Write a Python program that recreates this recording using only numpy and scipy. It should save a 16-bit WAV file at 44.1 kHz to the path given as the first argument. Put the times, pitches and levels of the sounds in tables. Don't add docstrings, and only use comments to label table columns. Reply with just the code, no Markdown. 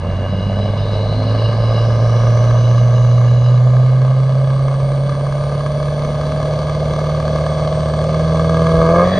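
import sys
import numpy as np
from scipy import signal
from scipy.fft import rfft, irfft, next_fast_len
from scipy.io import wavfile
from scipy.ndimage import uniform_filter1d, minimum_filter1d

SR = 44100
rng = np.random.default_rng(int(sys.argv[2]) if len(sys.argv) > 2 else 0)


def dump(signal):
    limited = np.clip(np.atleast_2d(signal).T, -1, 1)
    pcm = np.round(limited * 32767).astype(np.int16)
    wavfile.write(sys.argv[1], SR, pcm)


N = 405279

# start in seconds, length in seconds, start pitch in Hz,
# end pitch in Hz, level in dB at the middle of the blip.
BLIPS = [(0.158, 0.65, 193.2, 201.3, -27), (1.019, 0.45, 238.2, 273, -29), (5.611, 0.99, 220.5, 270, -36.5)]
# time in seconds, firing rate in Hz.
FIRING = [(0.0, 88.53), (0.23, 94.88), (0.67, 101.6), (0.99, 102.53), (1.32, 109.03), (1.62, 112.16),
          (2.94, 119.87), (3.4, 121.36), (4.16, 131.14), (5.1, 137.64), (5.74, 144.57), (6.84, 150.68),
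          (7.2, 151.47), (7.97, 152.81), (8.23, 158.9), (8.66, 162.6), (8.87, 163.09), (9.04, 178.09),
          (9.19, 191.01)]
# time in seconds, effort in dB.
EFFORT = [(0.0, -28.5), (0.7, -25.5), (2.3, -22.5), (3.4, -27), (4.1, -27), (4.9, -25.5), (5.9, -23.5),
          (7.4, -21), (7.95, -21.5), (8.55, -18.5), (8.84, -14), (8.93, -12), (9.01, -8), (9.1, -19.5),
          (9.19, -17.5)]
# strength in dB off boost, strength in dB on full boost,
# brightness in dB off boost, lateness in ms off boost, lateness in ms on full boost.
CYLINDERS = [(-2.3, -2.2, 6, .2, -.3), (-1.8, 1.8, 6, .2, -.4), (.9, -2.4, -3, -.1, -.35),
             (4.3, 3.5, -2.3, -.7, -.23), (0, -1.5, -6, .2, 0), (-4.5, 1.5, 6, .45, -.3),
             (3.5, -3.6, 0, .2, 1.48), (-.3, 3, 6, -.3, -.1)]
HARD_CYLINDERS = (1, 3, 7)
# time in seconds, then the lift in dB of each of the three.
HARD_FIRINGS = [(0, 0, 2, 3), (1.2, 0, 3, 3), (2.2, 0, 7, 5), (4, 0, 7, 5), (5, 1, 10, 6), (6.2, 4, 11, 6),
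                (7.4, 2, 7, 9), (8.05, 3, 5, 9), (8.45, 4, 2, 8), (8.62, 2, 4, 6), (8.75, 3, 7, -1),
                (8.95, 3, 2, 0)]
# multiple of the shaft speed, strength in dB against the other rows.
THROB = [(1, -29), (2, 8), (3, 2.5), (3.5, -12), (6, -6.5), (8, -21)]
# pitch in Hz, width in Hz, strength in dB.
LOPE_MODES = [(45, 40, -5), (78.5, 61, -11.5), (126, 54.5, -2.5), (192.6, 122, -9.5)]
BARK_MODES = [(446, 220, -17), (489.6, 310, -2), (608.3, 180, 3.5), (863, 48, -15.5)]
RASP_MODES = [(1039, 125, -4.5), (1206, 227, -1), (1643, 120, -5), (2191, 95, -14)]
# firing rate in Hz, half width in Hz, lift in dB.
PIPE_LIFTS = [(104.8, 15, 4), (125.4, 12.5, 12), (161.4, 6.7, 3.5)]
# multiple of the engine cycle rate, firing rate in Hz where
# it is strongest, half width in Hz, level in dB against the bark.
DRONE = [(35, 103, 4, -11), (46, 101, 5, -10), (42, 116, 7, -10), (38, 120, 9, -14), (32, 128, 24, -14),
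         (34, 143, 8, -6.5), (33, 152, 3, -10), (28, 153, 5, -13), (32, 163, 7, -8), (24, 168, 10, -13),
         (20, 162, 6, -19), (16, 166, 9, -19)]
# time in seconds, peak level in dB.
POPS = [(0.805, -15), (0.892, -27), (1.039, -21), (1.419, -10.5), (1.493, -11), (1.529, -22), (1.7, -11.5),
        (1.779, -17), (2.191, -12.5), (4.041, -19), (5.519, -14.5), (6.234, -10), (7.858, -11)]
# pitch in Hz, width in Hz, strength in dB.
POP_MODES = [(570, 310, 1), (1180, 160, -1), (1590, 190, -5)]
# pitch in Hz, strength in dB per Hz.
GAS = [(200, 11), (800, 8), (1500, 12.5), (2200, 2.5), (2800, -11), (3350, 6.5), (3900, -8.5), (4600, 0),
       (5100, -12.5), (6200, -8.5), (7300, -16.5), (8400, -18), (9500, -21.5), (11000, -26.5)]
# time in seconds, centre pitch in Hz.
RUSH = [(0, 2750), (.55, 2914), (.92, 3930), (1.15, 4090), (2, 5440), (2.6, 6230), (3.2, 6660), (5, 8710),
        (5.8, 9750), (9.19, 12700)]
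# pitch in Hz, gain in dB.
RUSH_COLOUR = [(2700, -53.5), (4000, -38.5), (5000, -46.5), (6200, -44.5), (6800, -53), (7500, -68.5),
               (8600, -56.5), (9700, -57), (10800, -62.5)]
# time in seconds, pitch in Hz before a small wobble.
WHISTLE = [(6.6, 7850), (6.9, 8080), (7.5, 8300), (8.26, 8560), (8.5, 8900), (8.8, 9200), (9.05, 9720),
           (9.19, 10100)]
# pitch in Hz, width in Hz, strength in dB.
INTAKE_MODES = [(2893, 200, 0.5), (3953, 190, 0), (4970, 420, -10)]
# pitch in Hz, width in Hz, strength in dB.
LAUNCH_MODES = [(626, 52, -2), (1760, 480, -10), (3400, 130, -11), (3880, 200, -19.5), (4650, 150, -17)]
# pitch in Hz, width in Hz, depth in dB.
NOTCHES = [(1392.5, 450, 26.5), (1877, 470, 23.5), (2402, 100, 16), (3265, 380, 5.5), (3600, 140, 12.5),
           (4840, 140, 8.5), (5370, 160, 7.5), (6490, 180, 9), (6650, 130, 6)]
# pitch in Hz, lead of the left port in radians.
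PORT_PHASE = [(600, 0), (1200, -.08), (1500, -.45), (2150, 0), (2900, .6), (3250, 2.0), (4000, .4),
              (4600, .05), (6700, .1), (7000, 2.5), (7600, 2.9), (8250, .15), (9550, .1), (9800, -2.3)]
# pitch in Hz, left minus right in dB.
PORT_BALANCE = [(150, -1.46), (280, -0.1), (550, 0), (1100, 0.2), (3300, -0.5), (3900, 3.5), (4700, 2),
                (5700, 0.5), (8500, -0.5)]

TIME = np.arange(N) / SR
SIZE = next_fast_len(N + SR)
BIN_HZ = np.maximum(np.arange(SIZE // 2 + 1) * SR / SIZE, 1)

USUAL_EFFORT_DB = -24
SETTLE_HZ, SETTLE_SPAN_HZ = 108.6, 21.5
BOOST_HZ, BOOST_SPAN_HZ, FULL_BOOST = 156.44, 7.4, 0.97
LEAP_S, LEAP_RISE_S, LEAP_BOOST_LOSS = 9.02, 0.14, 0.86
ROUGH_SCATTER_DB, SETTLED_SCATTER_DB = 4.5, 3.9
CRACK_SCATTER_DB = 4
JITTER_MS = 0.03
BOOM_DB, BOOM_PER_EFFORT = -20.5, 0.35
THROB_DB, THROB_FULL_HZ, THROB_FADE_HZ = -22.5, 163, 21.4
LOPE_DB, LOPE_SETTLE_DB, LOPE_LEAP_DB = -23, -5.5, 6.5
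BARK_DB, BARK_BOOST_DB = -24.5, 0.4
WALL_MS, WALL_DB = 20.7, -10
RASP_DB, RASP_BOOST_DB = -31.5, 3
RASP_PER_LIFT = 0.23
RASP_IDLE_DB, RASP_FULL_HZ, RASP_SPAN_HZ = -6, 111, 7.6
BARK_CHURN_DB, RASP_CHURN_DB = -21, -15
GAS_DB, GAS_SWING_DB = -30, 5
GAS_SPLIT_HZ, GAS_LOW_DB_PER_OCTAVE, GAS_HIGH_DB_PER_OCTAVE = 2620, -11.5, 2
RUSH_RING_DB = -39
WHISTLE_S, WHISTLE_RISE_S, WHISTLE_DB = 7.3, 0.1, -61
HOWL_DB, HOWL_LIFT_DB, HOWL_AT_HZ, HOWL_SPAN_HZ = -55, 15.5, 107.8, 21.7
RUMBLE_S, RUMBLE_HALF_S, RUMBLE_DB = 8.79, 0.09, -21
ROAR_S, ROAR_RISE_S, ROAR_DB = 8.95, 0.21, -27.5
LIMIT, LIMIT_S = 0.95, 0.004
TOP_HZ = 10900


def undb(db):
    return 10 ** (np.asarray(db) / 20)


def level(x, db):
    return x * undb(db) / np.sqrt(np.mean(x ** 2))


def steady(x):
    return x / np.sqrt(uniform_filter1d(x ** 2, SR // 2) + 1e-12)


def ramp(x, start, span):
    return np.clip((x - start) / span, 0, 1)


def bell(x, centre, half_width):
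    return np.exp(-((x - centre) / half_width) ** 2)


def curves(table):
    seconds, *columns = np.transpose(table)
    return [np.interp(TIME, seconds, column) for column in columns]


def spectrum(points):
    hz, value = np.transpose(points)
    return np.interp(np.log(BIN_HZ), np.log(hz), value)


def shape(x, response):
    return irfft(rfft(x, SIZE) * response, SIZE)[..., :N]


def ring(x, modes):
    response = 0
    for k, (hz, width_hz, db) in enumerate(modes):
        off_tune = (BIN_HZ - hz * hz / BIN_HZ) / width_hz
        response = response + (-1) ** k * undb(db) / (1 + 1j * off_tune) ** 2
    return shape(x, response)


def echo(x, lag_ms, db):
    return shape(x, 1 + undb(db) * np.exp(-2j * np.pi * BIN_HZ * lag_ms / 1000))


def wander(hz):
    points = rng.standard_normal(N // 20)
    return level(np.interp(2 * hz * TIME, np.arange(len(points)), points), 0)


def air_noise(spread):
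    common = rng.standard_normal(N)
    sides = rng.standard_normal((2, N))
    return (common + spread * sides) / np.sqrt(1 + spread ** 2)


def band(hz, width_hz):
    turn = 2 * np.pi * np.cumsum(hz) / SR
    return wander(width_hz) * np.cos(turn) + wander(width_hz) * np.sin(turn)


def clicks(times, sizes):
    place = np.clip(times * SR, 0, N - 2)
    i = place.astype(int)
    late_share = place - i
    return np.bincount(i, sizes * (1 - late_share), N) + np.bincount(i + 1, sizes * late_share, N)


def far_engine():
    out = np.zeros(N)
    for start, length, from_hz, to_hz, db in BLIPS:
        progress = np.clip((TIME - start) / length, 0, 1)
        hz = (from_hz + (to_hz - from_hz) * progress) * (1 + 0.0087 * wander(25))
        note = np.sin(2 * np.pi * np.cumsum(hz) / SR)
        out += np.sqrt(2) * undb(db) * np.sin(np.pi * progress) * note
    return out


def grounds(x, t60=0.52, wet_db=-21):
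    t = TIME[:SR]
    fade = np.exp(-np.log(1000) * t / t60)
    tail = air_noise(spread=0.5)[:, :SR] * fade * (t > 0.02)
    tail /= np.sqrt(np.sum(tail ** 2) / 2)
    colour_db = spectrum([(120, -32.0), (500, 5.5), (1100, 12.5), (6000, 12.5)])
    return undb(wet_db) * shape(x, rfft(tail, SIZE) * undb(colour_db))


def turbo_rush():
    rush_hz, = curves(RUSH)
    wide = (rush_hz / 3800) ** 2
    core = band(rush_hz, width_hz=100)
    skirts = np.array([band(rush_hz, width_hz=800) for _ in range(3)])
    rush = (core + wide * (skirts[0] + 0.5 * skirts[1:])) / np.hypot(1, wide)
    carried = shape(rush, undb(spectrum(RUSH_COLOUR)))
    return carried + undb(RUSH_RING_DB) * ring(rush, INTAKE_MODES)


def turbo_whistle():
    hz = curves(WHISTLE)[0] + 14 * wander(40)
    tone = np.sin(2 * np.pi * np.cumsum(hz) / SR)
    return level(tone, WHISTLE_DB + 2.9 * wander(6.7)) * ramp(TIME, WHISTLE_S, WHISTLE_RISE_S)


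def intake_howl(hz):
    howl_db = HOWL_DB + HOWL_LIFT_DB * bell(hz, HOWL_AT_HZ, HOWL_SPAN_HZ) + 2.7 * wander(14)
    return level(ring(air_noise(spread=0.17), INTAKE_MODES), howl_db)


def boosting(t, hz):
    sag = 1 - LEAP_BOOST_LOSS * ramp(t, LEAP_S, LEAP_RISE_S)
    return FULL_BOOST * ramp(hz, BOOST_HZ, BOOST_SPAN_HZ) * sag


def firings(count, hz):
    k = np.arange(1, int(count[-1]))
    cylinder = k % len(CYLINDERS)
    due = np.interp(k, count, TIME)
    rate = np.interp(k, count, hz)
    boost = boosting(due, rate)
    settled = ramp(rate, SETTLE_HZ, SETTLE_SPAN_HZ)
    scatter_db = ROUGH_SCATTER_DB + (SETTLED_SCATTER_DB - ROUGH_SCATTER_DB) * settled
    db_off, db_on, bright_db, late_off, late_on = np.array(CYLINDERS)[cylinder].T
    chance = rng.standard_normal((len(k), 3)).T
    late_ms = late_off + (late_on - late_off) * boost + JITTER_MS * chance[0]
    db = db_off + (db_on - db_off) * boost + scatter_db * np.minimum(chance[1], 1)
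    crack_db = db_on * boost + CRACK_SCATTER_DB * np.minimum(chance[2], 1)
    for number, hard_db in zip(HARD_CYLINDERS, curves(HARD_FIRINGS)):
        crack_db = crack_db + (cylinder == number) * np.interp(due, TIME, hard_db)
    return due + late_ms / 1000, undb(db), undb(bright_db * (1 - boost)), undb(crack_db)


def launch(hz):
    rumble = level(ring(rng.standard_normal(N), [(62.5, 47, 0)]), RUMBLE_DB)
    rumble = rumble * bell(TIME, RUMBLE_S, RUMBLE_HALF_S)
    times, sizes, _, _ = firings(np.cumsum(hz) / SR, hz)
    pulses_and_noise = level(clicks(times, sizes), 1.8) + air_noise(spread=0.55)
    roar = level(ring(pulses_and_noise, LAUNCH_MODES), ROAR_DB + 0.5 * wander(38))
    return rumble + roar * ramp(TIME, ROAR_S, ROAR_RISE_S)


def gas_hiss(puff, hz, effort_db):
    hiss_db = GAS_DB + GAS_SWING_DB * np.tanh(effort_db / GAS_SWING_DB)
    gusts = air_noise(spread=0.22) * (1 + 0.64 * puff)
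    hiss = level(shape(gusts, undb(spectrum(GAS))), hiss_db)
    low = shape(hiss, 1 / (1 + (BIN_HZ / GAS_SPLIT_HZ) ** 8))
    high = hiss - low
    octaves = np.log2(hz / hz.mean())
    return low * undb(GAS_LOW_DB_PER_OCTAVE * octaves) + high * undb(GAS_HIGH_DB_PER_OCTAVE * octaves)


def pops():
    times, db = np.transpose(POPS)
    one_click = 1.0 * (TIME == 0)
    peak = np.abs(ring(one_click, POP_MODES)).max()
    return ring(clicks(times, undb(db)), POP_MODES) / peak


def crank_throb(count, hz):
    shaft = 2 * np.pi * count / 4
    throb = sum(undb(db) * np.cos(multiple * shaft) for multiple, db in THROB)
    growth = bell(np.minimum(hz, THROB_FULL_HZ), THROB_FULL_HZ, THROB_FADE_HZ)
    return level(throb, THROB_DB + wander(2.4)) * growth


def exhaust_lope(times, sizes, hz):
    settle_db = LOPE_SETTLE_DB * ramp(hz, SETTLE_HZ, SETTLE_SPAN_HZ)
    leap_db = LOPE_LEAP_DB * ramp(TIME, LEAP_S, LEAP_RISE_S)
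    uneven = level(clicks(times, sizes - sizes.mean()), 0) + level(rng.standard_normal(N), 9.3)
    return steady(ring(uneven, LOPE_MODES)) * undb(LOPE_DB + settle_db + leap_db)


def drone(bark, count, hz):
    out = np.zeros(N)
    for k, at_hz, span_hz, db in DRONE:
        turn = np.exp(2j * np.pi * k * count / len(CYLINDERS))
        partial = uniform_filter1d(bark / turn, SR // 2) * turn
        tone = partial.real / np.abs(partial)
        out += np.sqrt(2) * undb(db) * bell(hz, at_hz, span_hz) * tone
    return out


def exhaust_bark(times, sizes, bright, churn, count, hz):
    pulses = level(np.array([clicks(times, sizes / bright), clicks(times, sizes * bright)]), 0)
    low, high = pulses + undb(BARK_CHURN_DB) * churn
    rung = ring(low, BARK_MODES[:2]) + ring(high, BARK_MODES[2:])
    bark = steady(echo(rung, lag_ms=WALL_MS, db=WALL_DB))
    return steady(bark + drone(bark, count, hz))


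def exhaust_rasp(cracks, churn):
    doubled = echo(cracks, lag_ms=3.35, db=-13.5)
    return steady(ring(doubled + undb(RASP_CHURN_DB) * churn, RASP_MODES))


def engine(hz, effort_db):
    count = np.cumsum(hz) / SR
    boost = boosting(TIME, hz)
    times, sizes, bright, sharpness = firings(count, hz)
    cracks = level(clicks(times, sharpness), 0)
    puff = level(shape(cracks, 1 / (1 + 1j * BIN_HZ / 90) ** 2), 0)
    churn = puff * rng.standard_normal(N)

    lift_db = sum(db * bell(hz, centre, width) for centre, width, db in PIPE_LIFTS)
    boom_db = BOOM_DB + BOOM_PER_EFFORT * effort_db + lift_db
    bark_db = BARK_DB + effort_db + BARK_BOOST_DB * boost
    low_speed_db = RASP_IDLE_DB * ramp(RASP_FULL_HZ, hz, RASP_SPAN_HZ)
    rasp_db = RASP_DB + effort_db + RASP_PER_LIFT * lift_db + low_speed_db + RASP_BOOST_DB * boost

    boom = level(np.cos(2 * np.pi * count), boom_db)
    throb = crank_throb(count, hz)
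    lope = exhaust_lope(times, sizes, hz)
    bark = exhaust_bark(times, sizes, bright, churn, count, hz) * undb(bark_db)
    rasp = exhaust_rasp(cracks, churn) * undb(rasp_db)
    return boom + throb + lope + bark + rasp + pops() + gas_hiss(puff, hz, effort_db)


def track_notches():
    response = 1
    for centre, width_hz, depth_db in NOTCHES:
        off_tune = (BIN_HZ - centre * centre / BIN_HZ) / width_hz
        response = response * (1 - (1 - undb(-depth_db)) / (1 + 1j * off_tune))
    return response


def scene():
    hz, = curves(FIRING)
    effort_db = curves(EFFORT)[0] - USUAL_EFFORT_DB
    turbos = turbo_rush() + turbo_whistle() + intake_howl(hz)
    car = shape(engine(hz, effort_db) + turbos, track_notches()) + launch(hz)
    return far_engine() + grounds(car) + car


def record(dry):
    side = np.array([[1], [-1]]) / 2
    balance = undb(side * spectrum(PORT_BALANCE))
    ports = shape(dry, balance * np.exp(1j * side * spectrum(PORT_PHASE)))
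    hold = int(LIMIT_S * SR)
    peaks = np.abs(ports).max(axis=0)
    needed_gain = LIMIT / np.maximum(peaks, LIMIT)
    gain = uniform_filter1d(minimum_filter1d(needed_gain, hold), hold)
    top_cut = signal.ellip(10, 0.2, 80, TOP_HZ, fs=SR, output="sos")
    return signal.sosfilt(top_cut, ports * gain)


dry = scene()
out = record(dry)
dump(out)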